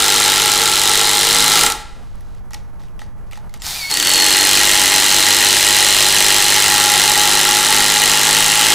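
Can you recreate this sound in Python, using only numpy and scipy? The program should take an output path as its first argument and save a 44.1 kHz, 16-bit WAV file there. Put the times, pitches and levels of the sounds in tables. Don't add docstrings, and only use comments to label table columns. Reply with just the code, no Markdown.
import sys
import numpy as np
from scipy import signal
from scipy.fft import rfft, irfft, next_fast_len
from scipy.io import wavfile

SR = 44100
rng = np.random.default_rng(int(sys.argv[2]) if len(sys.argv) > 2 else 0)


def gain_from_db(level_db):
    decades = np.asarray(level_db, float) / 20
    return 10 ** decades


def generate_wav(signal):
    frames = np.transpose(np.atleast_2d(signal))
    scaled = np.clip(frames, -1, 1) * 32767
    pcm = np.round(scaled).astype(np.int16)
    wavfile.write(sys.argv[1], SR, pcm)


N = 385434
T = np.arange(N) / SR


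def unit(x):
    return x / np.sqrt(np.mean(x ** 2))


def noise():
    return rng.standard_normal(N)


def wobble(rate_hz):
    return unit(ring(noise(), rate_hz, 2 * rate_hz))


def curve(tables, column, quiet=-120):
    out = np.full(N, 1. * quiet)
    for rows in tables:
        rows = np.array(rows)
        inside = (T >= rows[0, 0]) & (T <= rows[-1, 0] + 1e-3)
        out[inside] = np.interp(T[inside], rows[:, 0], rows[:, column])
    return out


def colour(x, points):
    hz, db = np.transpose(points)
    size = next_fast_len(len(x))
    log_hz = np.log(np.arange(size // 2 + 1) * SR / size + 1)
    gain = gain_from_db(np.interp(log_hz, np.log(hz), db, left=-70))
    return irfft(rfft(x, size) * gain, size)[:len(x)]


def ring(x, hz, width_hz):
    return signal.lfilter(*signal.iirpeak(hz, hz / width_hz, SR), x)


def body(x, modes):
    return sum((-1) ** k * gain_from_db(db) * ring(x, hz, width) for k, (hz, width, db) in enumerate(modes))


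def lift(x, modes):
    return x + sum(gain_from_db(db) * ring(x, hz, width) for hz, width, db in modes)


def tone(hz, db):
    return np.sqrt(2) * gain_from_db(db) * np.sin(2 * np.pi * np.cumsum(hz) / SR)


def spikes(s, size):
    return np.bincount(np.clip(s * SR, 0, N - 1).astype(int), size, N)


def burst(x, length_s):
    t = np.arange(int(6 * length_s * SR) + 2) / SR / length_s
    return signal.oaconvolve(x, t * np.exp(1 - t))[:N]


def crack_shape(x, length_s):
    t = np.arange(int(3 * length_s * SR) + 2) / SR / length_s
    return signal.oaconvolve(x, np.exp(-t ** 2))[:N]


# pitch_hz, level_db
HUM_COLOUR = [(65, -48), (110, 7.5), (192, 6.5), (358, -2), (553, -1), (909, -1), (1320, -4.5),
              (2260, -16.5), (3560, -25.5), (13100, -28), (14600, -36), (15500, -58)]
# start_s, end_s
PAUSE_S = (1.5, 3.8)


def shop():
    hum = unit(colour(noise() * gain_from_db(1.7 * wobble(5)), HUM_COLOUR)) * gain_from_db(-47)
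    ramp_s = .15
    pause = np.clip(np.minimum(T - PAUSE_S[0], PAUSE_S[1] - T) / ramp_s, 0, 1)
    rumble = unit(ring(ring(noise(), 15, 36), 24, 74))
    return hum + rumble * gain_from_db(-41 + 5.5 * pause)


# pitch_hz, decay_s (time to fall 60 dB)
ROOM_DECAY = [(200, 0.69), (800, 0.78), (3000, 0.38), (9000, 0.18)]


def room(x):
    t = np.arange(SR) / SR
    tail = sum(ring(rng.standard_normal(SR), hz, 1.7 * hz) * 1000. ** (-t / t60) for hz, t60 in ROOM_DECAY)
    tail = tail * np.clip((t - .004) / .0021, 0, 1)
    return signal.oaconvolve(x, tail / np.sqrt(np.sum(tail ** 2)))[:N]


# start_s, held_s, level_db
SCRAPES = [(1.95, 0.43, -61), (2.505, 0.069, -51.5), (2.79, 0.067, -57), (2.995, 0.032, -48.5),
           (3.262, .02, -66), (3.312, 0.056, -49), (3.49, .04, -61), (3.538, 0.0063, -45.5),
           (3.594, .015, -50.5)]


def scraping():
    attack_s, fade_db_per_s = .006, 350
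    level = 0
    for s, held, db in SCRAPES:
        fade_db = fade_db_per_s * np.clip(T - s - held, 0, 1)
        level = level + np.clip((T - s) / attack_s, 0, 1) * gain_from_db(db - fade_db)
    grains = noise() * gain_from_db(4 * wobble(120))
    return unit(ring(ring(grains, 3500, 4500), 3800, 7000)) * level


# start_s, peak_db, pitch_hz, knock_db (in the beam)
CLICKS = [(2.155, -42.5, 9040, -58), (2.208, -38, 11100, -52), (2.3494, -37.5, 2060, -54.5),
          (2.508, -27.5, 1970, -43), (2.5334, -21, 6130, -40), (2.5425, -21.5, 5800, -42.5),
          (2.5458, -18.5, 4020, -40), (2.803, -38.5, 1800, -51), (2.8345, -35, 2470, -52),
          (2.884, -40.5, 3070, -59.5), (2.993, -26.5, 3010, -45), (3.017, -27.5, 1890, -37),
          (3.312, -27.5, 2820, -50), (3.324, -28, 2210, -48), (3.332, -22, 2870, -40),
          (3.3557, -29, 1900, -42), (3.374, -25.5, 1890, -39), (3.495, -32.5, 2090, -55),
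          (3.540, -19, 2190, -42), (3.5744, -41, 7700, -57), (3.62, -17.5, 5320, -41),
          (3.645, -23, 3830, -41.5), (3.666, -12.5, 5800, -37)]
# pitch_hz, width_hz, level_db
KNOCK_MODES = [(560, 110, -18), (844, 34, -2.5), (1290, 93, -11.5), (1900, 140, -9)]


def clicks():
    out, knock = np.zeros(N), np.zeros(N)
    t = np.arange(2048) / SR
    fade = np.exp(-t / .0022) * (1 + .82 * np.exp(-t / .00065))
    for s, db, hz, knock_db in CLICKS:
        puff = rng.standard_normal(len(t)) * fade
        click = .25 * ring(puff, 5200, 7500) + 1.3 * ring(puff, hz, .13 * hz)
        at = int(s * SR)
        out[at:at + len(t)] += gain_from_db(db) * click
        knock[at:at + len(t)] += gain_from_db(knock_db + 33) * puff
    return out + body(knock, KNOCK_MODES)


# start_s, level_db
SPIN = [(3.617, -64), (3.621, -37), (3.645, -32), (3.664, -25), (3.78, -26.5), (3.89, -31.5), (3.91, -22),
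        (3.95, -40)]
# pitch_hz, level_db (per Hz)
SPIN_COLOUR = [(88, -46.5), (150, -6.5), (186, -23.5), (462, -28.5), (827, -13.5), (1170, -20.5),
               (2060, -14), (2270, -16.5), (2650, -15), (4560, -10.5), (15500, -20.5)]
# start_s, pitch_hz, level_db, octave_db
WHINE = [(3.74, 2216, -49, -39), (3.758, 2413, -36, -38), (3.77, 2451, -38.5, -46),
         (3.814, 2280, -36.5, -30.5), (3.85, 2180, -26, -31.5), (3.91, 2250, -40.5, -34)]
# start_s, pitch_hz, level_db
SWITCH = [(3.592, 7700, -68), (3.596, 7630, -58), (3.609, 7600, -53), (3.612, 7340, -43.5),
          (3.635, 7130, -52), (3.65, 7400, -68.5)]


def motor():
    teeth = colour(noise() * gain_from_db(2.2 * wobble(150)), SPIN_COLOUR)
    gear_modes = [(1340, 110, -2), (3680, 120, 0), (4080, 45, 2), (5120, 33, -1.5)]  # pitch_hz, width_hz, level_db
    hiss = unit(lift(teeth, gear_modes)) * gain_from_db(curve([SPIN], column=1))
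    hz = curve([WHINE], column=1, quiet=1900) * (1 + .003 * wobble(50))
    whine = tone(hz, curve([WHINE], column=2) + 2 * wobble(40))
    octave = tone(2 * hz, curve([WHINE], column=3))
    switch_db = curve([SWITCH], column=2) + 2.5 * wobble(200)
    return hiss + whine + octave + tone(curve([SWITCH], column=1, quiet=7000), switch_db)


# start_s, pitch_hz, level_db
SQUEAL = [
    [(0, 4130, -33), (.8, 4105, -32), (1.62, 4150, -33)],
    [(3.9, 4300, -33), (3.925, 4290, -24), (3.97, 4580, -31), (4.14, 4360, -22), (4.6, 4120, -27),
     (4.7, 4110, -33), (4.9, 4115, -25), (6.3, 4100, -26), (8.74, 3990, -33)],
]
# start_s, end_s
CUTTING_S = (3.9, 4.65)


def squeal(blow_s):
    cutting = (T > CUTTING_S[0]) & (T < CUTTING_S[1])
    creep = burst(spikes(blow_s + .0085, np.ones(len(blow_s))), .0022) + .5 * cutting
    hz = curve(SQUEAL, column=1, quiet=4000) * (1 + .004 * wobble(60))
    level_db = curve(SQUEAL, column=2) - 2 * cutting + 1.6 * wobble(20)
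    return unit(creep) * tone(hz, level_db)


FIRST_BLOW_S = (.002, 3.9125)
# blow_number, gap_ms (to the next blow)
PACE = [
    [(0, 19.901), (15, 19.765), (35, 19.885), (58, 19.723), (70, 19.116), (82, 18.345)],
    [(0, 27.722), (1, 30.677), (5, 21.684), (30, 20.053), (42, 20.653), (75, 19.984), (150, 19.775),
     (215, 19.407), (240, 18.095)],
]
# start_s, level_db
LAST_BLOWS = [(1.635, 2), (1.6636, 2), (1.7001, 5), (1.721, 4)]


def blow_times():
    steady = []
    for start, rows in zip(FIRST_BLOW_S, PACE):
        gaps = np.interp(np.arange(rows[-1][0]), *np.transpose(rows)) / 1000
        steady.append(start + np.append(0, np.cumsum(gaps)))
    last_s, last_db = np.transpose(LAST_BLOWS)
    s = np.concatenate([steady[0], last_s, steady[1]])
    return s, np.concatenate([0 * steady[0], last_db, 0 * steady[1]])


# delay_s, length_s, level_db, pitch_hz
RATTLE = [(.0056, .0012, -8, 4000), (.0082, .0022, -7, 4200), (.0111, .0019, 0, 3300),
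          (.0152, .0012, -10, 4200)]


def rattle(blow_s, loose_db):
    out = 0
    for delay, length, db, hz in RATTLE:
        late, strong = rng.standard_normal((2, len(blow_s)))
        hits = spikes(blow_s + delay + .0005 * late, gain_from_db(loose_db + db + 1.8 * strong))
        out = out + ring(crack_shape(hits, length) * noise(), hz, 1.5 * hz)
    return unit(out)


def hammer():
    s, strength_db = blow_times()
    loose_db = -1300 * np.clip(np.diff(s, append=s[-1]) - .0208, 0, .012)
    late, strong = rng.standard_normal((2, len(s)))
    push = burst(spikes(s + .00012 * late, gain_from_db(1.5 * strong)), .00012)
    s = s + .00037 * late
    blows = spikes(s, gain_from_db(strength_db + 1.6 * strong))
    anvil = ring(crack_shape(blows, .0025) * noise(), 9000, 11000)
    delayed = np.roll(blows, int(.0014 * SR))
    shank = ring(crack_shape(delayed, .003) * noise(), 2200, 2600)
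    crack = unit(anvil + gain_from_db(-4.5) * shank)
    whirr = gain_from_db(-.5) * noise()
    return crack + gain_from_db(-5.5) * rattle(s, loose_db) + whirr, push, s


# start_s, force_db (of the blows), grip_db (of the thread in the beam)
DRIVE = [
    [(0, -14, 7), (.25, -13.5, 3.5), (.6, -15, 5), (1.25, -14, 3), (1.5, -13, 4.5), (1.666, -11.5, 5.5),
     (1.72, -23, 12), (1.83, -41, 9)],
    [(3.9, -22.5, 10), (3.94, -17, -8.5), (4.11, -13.5, -2.5), (4.6, -12.5, 0), (5.9, -12.5, -2),
     (6.7, -13, 5), (7.6, -13.5, 6.5), (8.4, -13.5, 4.5), (8.74, -12.5, 5)],
]


def force_and_grip():
    return curve(DRIVE, column=1), curve(DRIVE, column=2, quiet=0)


# pitch_hz, width_hz, level_db
BEAM_RING = [(769, 12, -5.5), (894, 15, -2), (1079, 34, -9.5), (1110, 57, -7), (1323, 140, -5.5),
             (1546, 200, -16.5)]
# pitch_hz, width_hz
BEAM_NOTE = (836, 14)
# pitch_hz, width_hz, level_db
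BEAM_THUD = [(52, 45, -13), (99, 10, -3), (156, 6, 3), (201, 10, -5), (258, 14, -4), (291, 6, 4),
             (327, 6, 2), (351, 13, 4.5), (385, 6, 2), (401, 8, 1), (466, 8, 4), (495, 12, -2),
             (560, 60, -6), (680, 60, -6)]
# pitch_hz, width_hz, level_db
FIRST_SEAT = [(453, 10, 9), (1310, 90, -1)]


def timber(rough, push):
    force_db, grip_db = force_and_grip()
    ringing = body((.21 * unit(push) + rough) * gain_from_db(force_db + .5 + 1.3 * grip_db), BEAM_RING)
    note = ring(rough * gain_from_db(force_db + 14 + .76 * grip_db), *BEAM_NOTE)
    grind = unit(ring(ring(rough, 400, 360), 280, 440))
    thud = unit(unit(body(push, BEAM_THUD)) + .65 * grind)
    thud = thud * gain_from_db(force_db - 16.5 + .15 * grip_db)
    beam = np.roll(ringing + note + thud, int(.0028 * SR))
    return np.where(T < PAUSE_S[1] - .5, lift(beam, FIRST_SEAT), beam)


# pitch_hz, level_db (per Hz)
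CRACK_COLOUR = [(530, -10), (900, -6), (1540, -5), (1930, -3), (2360, -6), (2890, -4.5), (4600, -4.5),
                (7680, -3.5), (9800, -5.5), (12500, -12), (15500, -14.5)]
# pitch_hz, width_hz, level_db (against the broad crack)
STEEL_MODES = [
    [(2050, 300, -10), (2960, 120, -6), (3250, 220, -2), (3760, 260, 2), (4090, 180, 1), (4920, 200, -9),
     (7500, 400, -14)],
    [(1890, 90, -2), (1990, 70, -4), (2115, 60, -5), (2560, 150, -7), (2850, 110, -1), (2965, 70, -1),
     (3200, 260, -3), (3750, 250, -5), (4110, 200, -2), (5060, 140, -9), (6230, 150, -9), (7600, 300, -9)],
]


def steel(rough):
    broad = colour(rough, CRACK_COLOUR)
    first_screw = T < FIRST_BLOW_S[1] - .5
    ringing = np.where(first_screw, lift(broad, STEEL_MODES[0]), lift(broad, STEEL_MODES[1]))
    return unit(ringing) * gain_from_db(force_and_grip()[0])


def scene():
    rough, push, blow_s = hammer()
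    beam = timber(rough, push)
    near = steel(rough) + squeal(blow_s) + motor() + clicks() + scraping()
    mix = gain_from_db(1.5) * near + beam + gain_from_db(-12.5) * room(near + .6 * beam) + shop()
    return np.tile(mix, (2, 1))


def band_limit(x):
    return signal.sosfilt(signal.butter(12, 15750, fs=SR, output="sos"), x)


# start_s, gain_db
CAMERA_GAIN = [(0, -16), (1.6, -16), (2.08, 0), (3.56, 0), (3.65, -8), (3.87, -16), (8.74, -16)]
OFFSET = [
    [.027],
    [-.037],
]


def record(dry):
    flutter = 1 + .035 * unit(ring(wobble(22), 25, 50))
    offset = np.array(OFFSET) * gain_from_db(curve([CAMERA_GAIN], column=1)) * flutter
    rail = .645
    flat = dry / (1 + (np.abs(dry) / rail) ** 6) ** (1 / 6)
    top_cut = signal.ellip(8, .2, 60, 15450, fs=SR, output="sos")
    flat = signal.sosfilt(top_cut, flat)
    return band_limit(flat + offset)


dry = scene()
out = record(dry)
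generate_wav(out)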